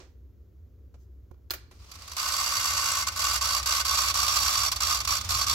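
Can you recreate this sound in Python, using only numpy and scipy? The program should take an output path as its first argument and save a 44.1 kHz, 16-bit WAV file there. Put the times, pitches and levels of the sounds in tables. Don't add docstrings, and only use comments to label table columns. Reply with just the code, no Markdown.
import sys
import numpy as np
from scipy import signal
from scipy.fft import rfft, irfft
from scipy.io import wavfile

SR = 44100
rng = np.random.default_rng(int(sys.argv[2]) if len(sys.argv) > 2 else 0)


def store_pcm(level_fs):
    pcm = np.round(np.clip(level_fs, -1, 1) * 32767).astype(np.int16)
    wavfile.write(sys.argv[1], SR, np.atleast_2d(pcm).T)


N = 244314
TIME, FREQ = np.arange(N) / SR, np.fft.rfftfreq(N, 1 / SR)

# f/Hz, level/dB
AIR_COLOUR = [(100, -8), (350, 0), (450, -2), (600, -12), (800, -21), (1300, -22), (2600, -30), (7000, -31),
              (8500, -44), (10000, -42), (12500, -29), (16000, -29)]
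# f/Hz, t60/s
ROOM_DECAY = [(200, 0.15), (1000, 0.51), (4500, 0.4), (9000, 0.32), (16000, 0.12)]
# t/s, level/dB
HUM_RIDE = [(0, -55), (3.1, -54), (3.35, -44.5), (4.5, -44.5), (5.54, -48)]
# f/Hz, level/dB
RUMBLE_COLOUR = [(15, -32), (28, -20), (42, -7), (52, -2), (66, 5), (90, 2.5), (108, -6), (140, -19),
                 (180, -16), (225, -21), (265, -17.5), (330, -27), (400, -25.5), (520, -47), (900, -53),
                 (3000, -85)]
# t/s, level/dB
RUMBLE_RIDE = [(0, -53), (4.0, -50.5), (5.1, -46.5), (5.54, -41.5)]
# f/Hz, width/Hz, level/dB, share of the rumble's swell
DRONE_MODES = [(82, 17, -52.5, 1), (98.8, 10, -56.5, 1.2), (112.9, 8.3, -61.5, .8), (205.5, 13, -67, 0.8),
               (302, 18, -68.5, 0.15)]
# f/Hz, level/dB
TAPE_COLOUR = [(300, -24), (600, -7), (950, -4.5), (1130, 1), (1700, -9), (2300, -3.5), (3300, -6.5),
               (4700, -0.5), (6000, -4), (9000, -14.5), (12500, -18), (15500, -19)]
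# f/Hz, level/dB
SKIN_COLOUR = [(1000, -25), (4000, -9), (6500, 1), (9000, -21), (13000, -6), (16000, -7)]
LATCH_S, LATCH_MODES = 1.506, [(4220, -26, 0.03), (4520, -27, 0.025), (5060, -28.5, 0.03)]
# t/s, level/dB, decay/s, thud against snap/dB, pan left/dB, low-pass f/Hz
KNOCK_HITS = [(0.0, -49, .04, -3.5, -5, 7800), (0.940, -59, 0.012, 4, -5.5, 9000),
              (1.311, -64, .0028, 18, -16, 15000), (1.341, -67.5, .0027, 10, -4, 7000),
              (1.499, -42, .004, -27, 1, 9100), (1.507, -24.5, .01, -18, -2, 17000),
              (1.536, -31.5, .011, -8.5, -2, 17000), (1.711, -49.5, .017, -4, -3, 11000)]
# f/Hz, level/dB
SNAP_COLOUR = [(300, -29), (700, -3), (1000, -9), (1150, -2.5), (1450, -2.5), (2100, -4), (2900, -6.5),
               (4300, -6.5), (6200, -6.5), (9300, -16), (13300, -4), (15500, -6)]
# f/Hz, level/dB
THUD_COLOUR = [(30, 15), (90, -12), (170, -17), (320, 9.5), (600, 5), (1400, -9), (3000, -30), (8000, -55)]
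# f/Hz, relative level/dB, t60/s
CHASSIS_MODES = [(310, -12, 0.12), (1164, -11, .12), (1405, 1, .12), (2360, 2, 0.11), (3330, -12, .13),
                 (4150, -1, .09), (4300, -15, .15), (4920, -9, .1), (5281, -11, .12), (6200, -2, 0.083)]
# f/Hz, relative level/dB, t60/s
CASE_MODES = [(48, -3, 0.15), (131, -12, 0.072), (358, -0.5, .1), (570, -18, 0.1)]
# start t/s, end t/s
HUB_RUBS = [(2.165, 3.04), (3.19, 3.387), (3.41, 3.599), (3.658, 3.822), (3.848, 4.114), (4.139, 4.691),
            (4.803, 4.975), (5.073, 5.188), (5.289, 5.447), (5.464, 5.7)]
# t/s, length/s, level against a rub/dB
HUB_GRAZES = [(1.913, 0.0083, -11), (1.937, 0.026, -18), (2.018, 0.0083, -17.5), (2.077, .003, -9),
              (2.094, .004, -16), (2.115, .005, -7), (2.132, .004, -12), (3.068, .016, 1),
              (3.118, 0.015, -10), (3.159, .027, -4), (3.628, 0.0045, -4.5), (4.715, 0.016, 2.5),
              (4.759, 0.0087, -1.5), (4.985, .006, -8), (5.001, 0.013, -1), (5.047, .003, 0),
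              (5.209, .003, -2), (5.245, .008, -8)]
# t/s, level/dB
HUB_PRESSURE = [(2.1, -30.5), (2.5, -28.5), (4.2, -26), (5.54, -27.5)]
# f/Hz, level/dB
RASP_COLOUR = [(180, -57), (300, -28), (439, -61), (571, -17), (863, -15.5), (1120, -4.5), (1730, -15.5),
               (2790, -9.5), (3070, -12.5), (4570, -5), (5210, -8.5), (5760, -5), (8700, -19), (11500, -14),
               (15500, -22.5)]
# f/Hz, pan left/dB
RASP_BALANCE = [(500, -4.5), (1800, 0), (3000, 1.5), (6000, -9), (9000, -4), (12500, -5), (15000, 1)]
# f/Hz, left-right correlation
FRICTION_LIKENESS = [(300, 0.96), (1200, 0.49), (1700, 0), (16000, 0.22)]
# f/Hz, width/Hz, relative level/dB, pan left/dB, left lead/rad, close-up gain/dB
SHELL_MODES = [(579.5, 33, -27.5, 1.5, -0.5, 0.5), (931, 83, -25.5, -11, 2.5, -6),
               (1122.4, 82, -1, 2, 0.37, -2.5), (1216, 48, -10, 2, -1, 4), (1308, 68, -9.5, 2, 0, -6),
               (1497, 48, -9, 7, 0, -7.5), (1858, 41, -16.5, 13, -4, -10), (2120, 24, -7.5, 2.5, 2, -13.5),
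               (2320, 27, -11, -4, -3, 3), (2811, 52, -12, -11, 0.6, -6.5), (3260, 44, -21, -16.5, 1, -0.5),
               (3562, 38, -20.5, -10, 2.1, 10), (4103, 120, -15.5, 3, -0.8, 8.5),
               (4550, 71, -9.5, -5, -0.5, 4), (4692, 80, -5.5, -9.5, -.5, -1.5), (5600, 49, -9, -2, -1, 0),
               (5718, 126, -7, -6.5, 1.5, 7), (6210, 640, -1.5, 1, -1.5, -20),
               (7440, 310, -7.5, -2, 1, -0.5), (7986, 190, -8.5, 0.5, -5.5, -6.5)]
# t/s, nearness to the cassette door (0-1)
NEARNESS = [(0, 0.9), (2.9, 0.05), (4.3, 0.85), (5.54, 1)]


def amp(db):
    return 10 ** (np.asarray(db) / 20)


def unit(x):
    return x / np.sqrt(np.mean(x ** 2) + 1e-20)


def read(points, hz=FREQ):
    f, value = np.transpose(points)
    return np.interp(np.log(hz + 1), np.log(f + 1), value)


def ride(points):
    return np.interp(TIME, *np.transpose(points))


def pan(db):
    return amp(np.array([np.atleast_1d(db), -np.atleast_1d(db)]) / 2)


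def drift(hz):
    size = 2 ** 13
    rolloff = np.exp(-(FREQ[:size // 2 + 1] / hz) ** 2)
    slow = irfft(rfft(rng.standard_normal(size)) * rolloff)
    return unit(np.interp(np.arange(N), np.linspace(0, N, size), slow))


def noise(colour, likeness, pan_db=0):
    left, other = rfft(rng.standard_normal((2, N)))
    right = likeness * left + np.sqrt(1 - likeness ** 2) * other
    return unit(irfft(np.array([left, right]) * pan(pan_db) * amp(read(colour)), N))


def resonate(x, hz, width, lead=0):
    pole = np.exp((2j * np.pi * hz - np.pi * width * np.sqrt(2)) / SR)
    kept = abs(pole) ** 2
    gain = np.sqrt(2 * (1 - kept) ** 3 / (1 + kept))
    ringing = signal.lfilter([gain], [1, -2 * pole, pole ** 2], x + 1e-18)
    return (ringing * np.exp(1j * lead * np.array([[.5], [-.5]]))).real


def ring(modes, t, channels):
    phases = rng.uniform(0, 2 * np.pi, (len(modes), channels, 1))
    return sum(amp(db - 60 * t / t60) * np.sin(2 * np.pi * hz * t + phase)
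               for (hz, db, t60), phase in zip(modes, phases))


def room_tone(level_db=-67):
    return amp(level_db) * noise(AIR_COLOUR, read([(300, 0.63), (2000, 0.56)]))


def room_reverb(x, predelay_s=.004):
    taps = rng.standard_normal((2, SR // 2)) * (rng.random((2, SR // 2)) < .1)
    hz, t, bands = signal.stft(taps, SR, nperseg=256)
    fade = amp(-60 * t / read(ROOM_DECAY, hz)[:, None]) * (t > predelay_s)
    tail = signal.istft(bands * fade, SR, nperseg=256)[1]
    return signal.fftconvolve(x, tail / np.linalg.norm(tail[0]), axes=1)[:, :N]


def motor_hum(start_s, idle_hz=64.5, sag_hz_per_s=1.2, waver_hz=0.43):
    pitch = idle_hz - sag_hz_per_s * np.maximum(TIME - start_s, 0)
    cycles = np.cumsum(pitch + waver_hz * drift(hz=3.6)) / SR
    return np.sqrt(2) * np.sin(2 * np.pi * cycles) * amp(ride(HUM_RIDE) + drift(hz=16))


def drive_rumble(drone_fade_in_s=(2.1, 2.4)):
    level_db = ride(RUMBLE_RIDE)
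    rumble = amp(level_db) * noise(RUMBLE_COLOUR, read([(25, 0.41), (70, 0.96), (300, 0.8)]))
    fade_in = np.interp(TIME, drone_fade_in_s, [0, 1])
    swell_db = level_db - level_db.mean()
    drone = sum(amp(db + share * swell_db) * resonate(fade_in * rng.standard_normal(N), hz, width)
                for hz, width, db, share in DRONE_MODES)
    return rumble + drone


def tape_hiss(start_s, spin_up_s=0.67, full_speed_db=-42, flutter_db=1.8):
    hiss = noise(TAPE_COLOUR, read(FRICTION_LIKENESS), pan_db=-1.5)
    speed = np.clip((TIME - start_s) / spin_up_s, 0, 1)
    return speed ** 1.18 * amp(full_speed_db + flutter_db * drift(hz=70.5)) * hiss


def fingertip(peak_s=1.02, spread_s=0.025, peak_db=-73):
    swell = np.exp(-.5 * ((TIME - peak_s) / spread_s) ** 2)
    return amp(peak_db) * swell * noise(SKIN_COLOUR, likeness=.3)


def latch_ping(pan_db=-10, attack_s=.0005):
    t, out = np.arange(SR // 5) / SR, np.zeros((2, N))
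    ping = np.minimum(t / attack_s, 1) * ring(LATCH_MODES, t, channels=2)
    out[:, round(LATCH_S * SR):][:, :len(t)] = pan(pan_db) * ping
    return out


def knocks(ring_db=-17, boom_db=-5, hard_db=-28):
    snap, thud = noise(SNAP_COLOUR, likeness=0.12), noise(THUD_COLOUR, likeness=0.96)
    t, out = np.arange(SR // 2) / SR, np.zeros((2, N))
    for start, db, decay, thud_db, pan_db, cutoff_hz in KNOCK_HITS:
        first = round(start * SR)
        span = slice(first, first + len(t))
        attack_s = .0009 * 2 ** ((hard_db - db) / 20)
        onset = np.minimum(t / attack_s, 1)
        force = onset * np.exp(-np.maximum(t - attack_s, 0) / decay)
        top = force * snap[:, span] + amp(ring_db) * onset * ring(CHASSIS_MODES, t, channels=2)
        top = signal.sosfilt(signal.butter(4, cutoff_hz, fs=SR, output="sos"), top)
        body = force * thud[:, span] + amp(boom_db) * onset * ring(CASE_MODES, t, channels=1)
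        out[:, span] += amp(db) * pan(pan_db) * (top + amp(thud_db) * body)
    return out


def cassette_well(x, echo_db=-8, decay_s=.004):
    t = np.arange(SR // 40) / SR
    taps = rng.standard_normal((2, len(t))) * np.exp(-t / decay_s)
    echoes = signal.oaconvolve(x, taps / np.linalg.norm(taps[0]), axes=1)[:, :N]
    return (x + amp(echo_db) * echoes) / np.hypot(1, amp(echo_db))


def hub_force(bumps_per_s=65, jitter=0.235, uneven_db=2.7, drag=0.58, grit_db=1.36):
    attack_s, ease_s, release_s = 0.0035, .025, 0.0072
    rubs = [(start, end - start, 0, 1.5, -4) for start, end in HUB_RUBS]
    grazes = [(*graze, 0, 0) for graze in HUB_GRAZES]
    total_power = np.zeros(N + SR)
    for start, length, db, catch_db, ease_db in rubs + grazes:
        t = np.arange(round((length + .06) * SR)) / SR
        late, size = rng.uniform(-1, 1, (2, 64))
        bump_db = uneven_db * size
        late[0], bump_db[0] = 0, catch_db
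        bump_s = (np.arange(len(late)) + jitter * late) / bumps_per_s
        touching = bump_s < length
        from_peak = np.minimum(abs((t - bump_s[touching, None]) / attack_s - 1), 10)
        bumps = amp(bump_db[touching, None]) * np.exp(-.5 * from_peak ** 2)
        contact = np.exp(-np.maximum(t - length, 0) / release_s)
        power = ((bumps ** 2).sum(0) + (drag * contact) ** 2) * np.minimum(t / attack_s, 1)
        easing = np.clip(1 - (length - t) / ease_s, 0, 1)
        total_power[round(start * SR):][:len(t)] += amp(db + ease_db * easing) ** 2 * power
    return np.sqrt(total_power[:N]) * amp(ride(HUB_PRESSURE) + grit_db * drift(hz=261))


def hub_chatter(rasp_db=0.5, shell_db=-6, patchy_db=2.0, bite=0.14, firm_db=-28):
    force, near = hub_force(), ride(NEARNESS)
    friction = noise(RASP_COLOUR, read(FRICTION_LIKENESS), read(RASP_BALANCE))
    out = amp(rasp_db) * cassette_well(force * friction)
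    shake = force * (force / amp(firm_db)) ** bite
    for hz, width, db, pan_db, lead, near_db in SHELL_MODES:
        drive = shake * unit(amp(patchy_db * drift(hz=69.6))) * rng.standard_normal(N)
        out += amp(shell_db + db) * pan(pan_db) * resonate(drive * amp(near_db * near), hz, width, lead)
    return out


def scene(reels_start_s=1.683, click_send_db=-15, reel_send_db=-19):
    clicks = knocks() + latch_ping() + fingertip()
    winding = hub_chatter() + tape_hiss(reels_start_s)
    reverb = room_reverb(amp(click_send_db) * clicks + amp(reel_send_db) * winding)
    bed = room_tone() + motor_hum(reels_start_s) + drive_rumble()
    return bed + reverb + clicks + winding


def record(dry, cutoff_hz=15850):
    lowpass = signal.firwin(511, cutoff_hz, window=("kaiser", 9), fs=SR)
    return signal.oaconvolve(dry, lowpass[None], "same")


dry = scene()
out = record(dry)
store_pcm(out)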